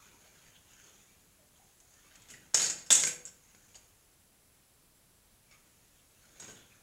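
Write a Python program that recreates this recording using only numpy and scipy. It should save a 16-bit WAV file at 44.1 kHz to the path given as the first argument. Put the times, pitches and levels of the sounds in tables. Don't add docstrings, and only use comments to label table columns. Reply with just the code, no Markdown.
import sys
import numpy as np
from scipy import signal
from scipy.fft import rfft, irfft, next_fast_len
from scipy.io import wavfile
from scipy.ndimage import uniform_filter1d

SR = 44100
rng = np.random.default_rng(int(sys.argv[2]) if len(sys.argv) > 2 else 0)


def int16_out(signal):
    q = np.round(np.clip(np.atleast_2d(signal).T, -1, 1) * 32767)
    wavfile.write(sys.argv[1], SR, q.astype(np.int16))


N = 301122


def amp(db):
    return 10 ** (np.asarray(db) / 20)


def unit(x):
    return x / np.sqrt(np.mean(x ** 2) + 1e-20)


def along(points, hz):
    f, v = np.transpose(points)
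    return np.interp(np.log(hz + 1), np.log(f + 1), v)


def filtered(x, response):
    m = next_fast_len(len(x) + 4096)
    spectrum = rfft(x, m) * response(np.fft.rfftfreq(m, 1 / SR))
    return irfft(spectrum, m)[:len(x)]


def noise(size, colour):
    return unit(filtered(rng.standard_normal(size), lambda hz: amp(colour(hz))))


def narrow(size, centre_hz, width_hz):
    peak = lambda hz: 1 / (1 + (2 * (hz - centre_hz) / width_hz) ** 2)
    return unit(filtered(rng.standard_normal(size), peak))


def wobble(size, rate):
    knots = rng.standard_normal(int(size * rate / SR) + 4)
    return np.interp(np.arange(size) * rate / SR, np.arange(len(knots)), knots)


def fade(t, t60):
    return np.exp(-np.log(1000) * t / max(t60, .004))


def hump(hz, centre_hz, width):
    return np.exp(-(np.log((hz + 1) / centre_hz) / width) ** 2)


def add(track, s, sound):
    part = track[max(round(s * SR), 0):][:len(sound)]
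    part += sound[:len(part)]


def background():
    # f/Hz, level per Hz/dB
    air = [(12, -35), (20, -2), (107, -3), (141, -6), (299, -11), (325, -12.5), (374, -12.5), (537, -14),
           (840, -16.5), (1550, -18.5), (3200, -19.5), (3480, -20), (6990, -19.5), (10300, -18.5),
           (15700, -22.5)]
    # f/Hz, width/Hz, level/dB
    whine_lines = [(7654, 60, -80.5), (10460, 220, -78.5)]
    air_db = -65.5
    whine = sum(amp(db) * narrow(N, hz, width) for hz, width, db in whine_lines)
    return amp(air_db) * noise(N, lambda hz: along(air, hz)) + whine


def shove(s, length):
    rise_db_per_s, fall_db_per_s = 55, 35
    t = np.arange(N) / SR - s
    before, after = np.minimum(t, 0), np.maximum(t - length, 0)
    return amp(rise_db_per_s * before - fall_db_per_s * after)


def patchy(x, depth_db):
    z = signal.stft(x, nperseg=512)[2]
    field = uniform_filter1d(rng.standard_normal(z.shape), size=3, axis=0)
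    field = uniform_filter1d(field, size=9, axis=1)
    return unit(signal.istft(z * amp(depth_db * unit(field)), nperseg=512)[1][:N])


def sliding():
    # t/s, length/s, rasp level before the final trim/dB, fittings' buzz against rasp/dB
    shoves = [(0, .5, -66, -2), (0.75, 0.18, -65.5, 1), (1.583, .06, -74.5, 3), (1.93, .05, -72, 5.5),
              (2.05, .37, -66.5, -4), (3.505, .23, -71, 3), (5.551, 0.51, -76, 1), (6.3, 0.25, -65, -2),
              (6.7, .13, -70, -1.5)]
    # f/Hz, level per Hz/dB
    rasp_colour = [(60, -11.5), (160, 1.5), (350, -2.5), (700, -4), (1200, -4), (1550, -1.5), (1850, -3),
                   (2350, -1), (3300, -5), (4300, -8), (9000, -17.5)]
    # f/Hz, level against the rasp/dB
    catch_points = [(1520, -13), (2330, -14), (3250, -11)]
    rasp_gain = np.max([amp(db) * shove(s, length) for s, length, db, _ in shoves], axis=0)
    buzz_gain = np.max([amp(db + buzz_db) * shove(s, length) for s, length, db, buzz_db in shoves], axis=0)
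    slips = amp(1.7 * wobble(N, rate=45) + 1.9 * wobble(N, rate=400))
    rasp = patchy(slips * noise(N, lambda hz: along(rasp_colour, hz)), depth_db=4.5)
    buzz = patchy(slips * narrow(N, centre_hz=6650, width_hz=1200), depth_db=1.0)
    catches = np.zeros(N)
    for hz, db in catch_points:
        grip = amp(9.1 * wobble(N, rate=16))
        catches += amp(db) * unit(grip * narrow(N, hz, width_hz=hz * 0.26))
    return amp(-0.5) * (rasp_gain * (rasp + catches) + buzz_gain * buzz)


def trees(x):
    # f/Hz, time to fade by 60 dB/s
    fade_times = [(100, 0.96), (500, .58), (2000, 0.43), (7000, 0.26), (14000, 0.37)]
    hz, t, z = signal.stft(rng.standard_normal(SR), SR, nperseg=256)
    decay = amp(-60 * t / along(fade_times, hz)[:, None])
    build_up = 1 - np.exp(-t / 0.021)
    tail = signal.istft(z * decay * build_up, SR, nperseg=256)[1]
    return signal.fftconvolve(x, tail / np.linalg.norm(tail))[:N]


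def squeaks():
    # t/s, length/s, f/Hz, level before swelling in and out/dB
    moments = [(.03, .081, 1500, -66.5), (1.372, .11, 633, -68.5), (1.567, .092, 767, -69),
               (1.799, .079, 736, -72.5), (2.087, .07, 1600, -67.5), (2.325, .045, 1940, -57.5),
               (5.49, .10, 2300, -66), (5.50, .088, 1240, -69.5), (6.207, 0.074, 1480, -70),
               (6.547, .046, 3500, -65), (6.69, 0.053, 2470, -65)]
    track = np.zeros(N)
    for s, length, hz, db in moments:
        size = int(length * SR)
        swell = np.hanning(size) * unit(amp(2.2 * wobble(size, rate=140)))
        tone = unit(narrow(SR, hz, width_hz=hz * 0.15)[:size])
        add(track, s, amp(db) * swell * tone)
    return track


def crowded_modes(spacing_hz, depth_db):
    hz = np.arange(0, SR / 2, spacing_hz)
    return np.column_stack([hz, depth_db * rng.standard_normal(len(hz))])


def ring(modes, t, scatter_db):
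    chance = rng.standard_normal((len(modes), 2))
    sizes = amp(np.array(modes)[:, 1] + scatter_db * chance[:, 0])
    waves = []
    for (hz, _, t60), phase in zip(modes, chance[:, 1]):
        waves.append(np.sin(2 * np.pi * (hz * t + phase)) * fade(t, t60))
    return sizes @ np.array(waves) / np.sqrt(np.sum(sizes ** 2) / 2)


def blow(jagged, db, zing_hz, thud_db, clang_db, clang_hz, sizzle_db, chatter):
    # f/Hz, level within the part/dB, time to fade by 60 dB/s
    tube_modes = [(1556, -5.5, .24), (2100, -9, .28), (2125, -2.5, .27), (2450, -7, .42), (2805, -4.5, .33),
                  (3120, -6, 0.39), (3650, -2.5, .24), (4500, -4, .34), (5020, 0, 0.33), (5316, -2, .3),
                  (5760, -2.5, .32), (6200, -0.5, 0.26)]
    fitting_modes = [(6580, -3, 0.43), (6560, -1, 0.32), (6689, 1, .3), (6870, -1, 0.23), (6987, 0.5, .34),
                     (7360, -1, .32), (7252, -6.5, .34), (7360, -3, .3), (7558, 1, 0.19), (7850, -4, 0.19),
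                     (7825, -4.5, .28), (8200, -10.5, 0.35), (8590, -13, .25)]
    deck_modes = [(366, -5, 0.37), (493.6, -2, .62), (638, -2.5, .35), (752.5, -2.5, .3)]
    # f/Hz, level per Hz/dB
    thud_colour = [(30, -35), (70, -14.5), (150, 0.5), (280, -5.5), (480, 0), (850, -1.5), (1200, -5),
                   (2000, -36)]
    clang_colour = [(600, -29.5), (1200, -5), (1560, 3), (1820, -5.5), (2120, 1), (2700, -1), (4300, -0.5),
                    (5600, 1), (7000, -35.5)]
    zing_colour = [(4000, -39.5), (5900, -7), (6650, -0.5), (7200, -4.5), (7650, -3.5), (8250, -7.5),
                   (8600, -10), (9300, -19.5), (11000, -41.5)]
    sizzle_colour = [(7500, -24), (9900, 9), (11300, -1), (12600, 1.5), (15500, -21)]
    size = SR // 2
    t = np.arange(size) / SR
    chatter_gain = fade(t, chatter) * amp(1.5 * wobble(size, rate=510))
    steel = lambda colour: chatter_gain * noise(size, lambda hz: colour(hz) + along(jagged, hz))
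    pumped = np.sqrt(chatter)
    tube = steel(lambda hz: along(clang_colour, hz) + 11 * hump(hz, clang_hz, width=.09))
    tube += amp(-7.0) * pumped * ring(tube_modes, t, scatter_db=2.5)
    fittings = steel(lambda hz: along(zing_colour, hz) + 6 * hump(hz, zing_hz, width=0.041))
    fittings += amp(-4.5) * pumped * ring(fitting_modes, t, scatter_db=1.5)
    deck = fade(t, chatter * 1.1) * noise(size, lambda hz: along(thud_colour, hz))
    deck += amp(-8.5) * pumped * ring(deck_modes, t, scatter_db=1.5)
    sizzle = steel(lambda hz: along(sizzle_colour, hz))
    parts = amp(-9.0) * fittings + amp(clang_db - 4) * tube
    parts += amp(thud_db - 3.5) * deck + amp(sizzle_db - 4.5) * sizzle
    return amp(db) * parts * (1 - np.exp(-t / .0003))


def rattle(s, length, db, zing_hz, clang_db, loss_db_per_s):
    gap_s, jitter_s = .022, .002
    clang_centre_hz, clang_scatter = 3800, .3
    dulling = 0.45
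    for k, (shift, spot) in enumerate(rng.standard_normal((8, 2))):
        delay = k * gap_s
        if delay < length:
            lost_db = loss_db_per_s * delay
            contact_s = s + delay + jitter_s * shift * (k > 0)
            clang_hz = clang_centre_hz * np.exp(clang_scatter * spot)
            yield contact_s, db - lost_db, zing_hz, clang_db + dulling * lost_db, clang_hz


def clanks():
    # t/s, fittings level/dB,
    # fittings centre f/Hz, tube clang/dB, clang centre f/Hz, sizzle/dB, chatter's 60 dB fade/s
    bright_contacts = [(1.802, -42, 6500, -23, 3200, -34, 0.045), (1.940, -50, 6900, -10, 4500, -22, .04),
                       (2.155, -44.5, 7900, -7, 2500, -17, 0.055),
                       (2.219, -44.5, 7000, -14, 2200, -22, .04), (2.286, -47, 6600, -6, 2600, -21, 0.18),
                       (2.301, -40, 7195, -10, 2950, -14.5, 0.21),
                       (2.337, -49, 6650, -1, 1950, -21.5, 0.11),
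                       (2.544, -6.5, 6310, -10, 5400, -23, 0.052),
                       (2.623, -20.5, 6910, -11.5, 4600, -21, 0.18),
                       (2.699, -22, 7230, -12.5, 5100, -28, 0.14),
                       (2.785, -41, 7223, -6, 4500, -22.5, 0.22), (2.863, -45, 7300, -9, 5150, -19.5, .26),
                       (2.904, -10.5, 6910, -5.5, 3500, -17, .085),
                       (2.917, -8.5, 6850, -22, 3600, -29, 0.08),
                       (2.925, -4, 7710, -21, 3700, -23.5, 0.031),
                       (2.950, -10, 7500, -22, 4450, -24.5, 0.078),
                       (3.036, -17, 6660, -5.5, 2100, -23.5, 0.044),
                       (3.047, -17.5, 6900, -17.5, 5400, -27.5, 0.1),
                       (3.069, -18.5, 7640, -13.5, 2300, -17, 0.14),
                       (3.120, -41, 7500, -1, 2200, -25.5, .05), (3.253, -30, 7470, -20, 2850, -25, 0.07),
                       (3.272, -40, 7350, -7, 5700, -20, .11), (5.511, -55.5, 6680, 0, 2250, -26, .18)]
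    # t/s, fittings level/dB, frame clang/dB, clang centre f/Hz, chatter's 60 dB fade/s
    knocks = [(2.538, -42, -2, 1600, 0.06), (3.548, -44, -4.5, 1510, 0.017), (3.745, -48, -5, 3020, 0.082),
              (3.753, -40.5, -10.5, 4600, 0.099), (6.398, -32.5, -16, 3800, .12),
              (6.422, -43.5, -6, 1390, 0.19), (6.443, -43.5, -11, 2330, 0.25),
              (6.480, -44, -4.5, 1500, 0.14), (6.498, -44.5, -10.5, 2980, 0.32)]
    # t/s, length/s, first contact level/dB,
    # fittings centre f/Hz, first tube clang/dB, loss/dB per s
    landings = [(2.551, .125, -17.5, 6730, -13, 62), (2.909, .12, -12.5, 7375, -18.5, 86.5)]
    clank_thud_db, knock_thud_db, rattle_thud_db = -14, -6.5, -14
    knock_zing_hz, knock_sizzle_db = 6730, -27
    rattle_chatter_s, rattle_sizzle_db = 0.21, -25
    track = np.zeros(N)
    jagged = crowded_modes(spacing_hz=40, depth_db=3.8)
    for s, db, zing_hz, clang_db, clang_hz, sizzle_db, chatter in bright_contacts:
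        thud_db = clang_db + clank_thud_db
        add(track, s, blow(jagged, db, zing_hz, thud_db, clang_db, clang_hz, sizzle_db, chatter))
    for s, db, clang_db, clang_hz, chatter in knocks:
        thud_db = clang_db + knock_thud_db
        add(track, s, blow(jagged, db, knock_zing_hz, thud_db, clang_db, clang_hz, knock_sizzle_db, chatter))
    for landing in landings:
        for s, db, zing_hz, clang_db, clang_hz in rattle(*landing):
            thud_db = clang_db + rattle_thud_db
            add(track, s, blow(jagged, db, zing_hz, thud_db, clang_db, clang_hz,
                               rattle_sizzle_db, rattle_chatter_s))
    return track


def bumps():
    # t/s, level before fading/dB, time to fade by 60 dB/s
    landings = [(2.30, -59.5, .35), (6.422, -56, 0.34), (6.484, -53.5, 0.26)]
    # f/Hz, level per Hz/dB
    shudder_colour = [(35, -16), (70, -6.5), (135, 3), (185, 0.5), (270, 0.5), (380, -6), (600, -10),
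                      (1100, -25.5)]
    track, t = np.zeros(N), np.arange(SR) / SR
    for s, db, t60 in landings:
        swell = fade(t, t60) * (1 - np.exp(-t / .005))
        add(track, s, amp(db) * swell * noise(SR, lambda hz: along(shudder_colour, hz)))
    return track


def scene():
    cart = clanks() + bumps() + sliding() + squeaks()
    return (cart + amp(-8.0) * trees(cart) + background())[None]


def record(dry):
    top_hz = 15800
    return np.array([filtered(channel, lambda hz: hz < top_hz) for channel in dry])


dry = scene()
out = record(dry)
int16_out(out)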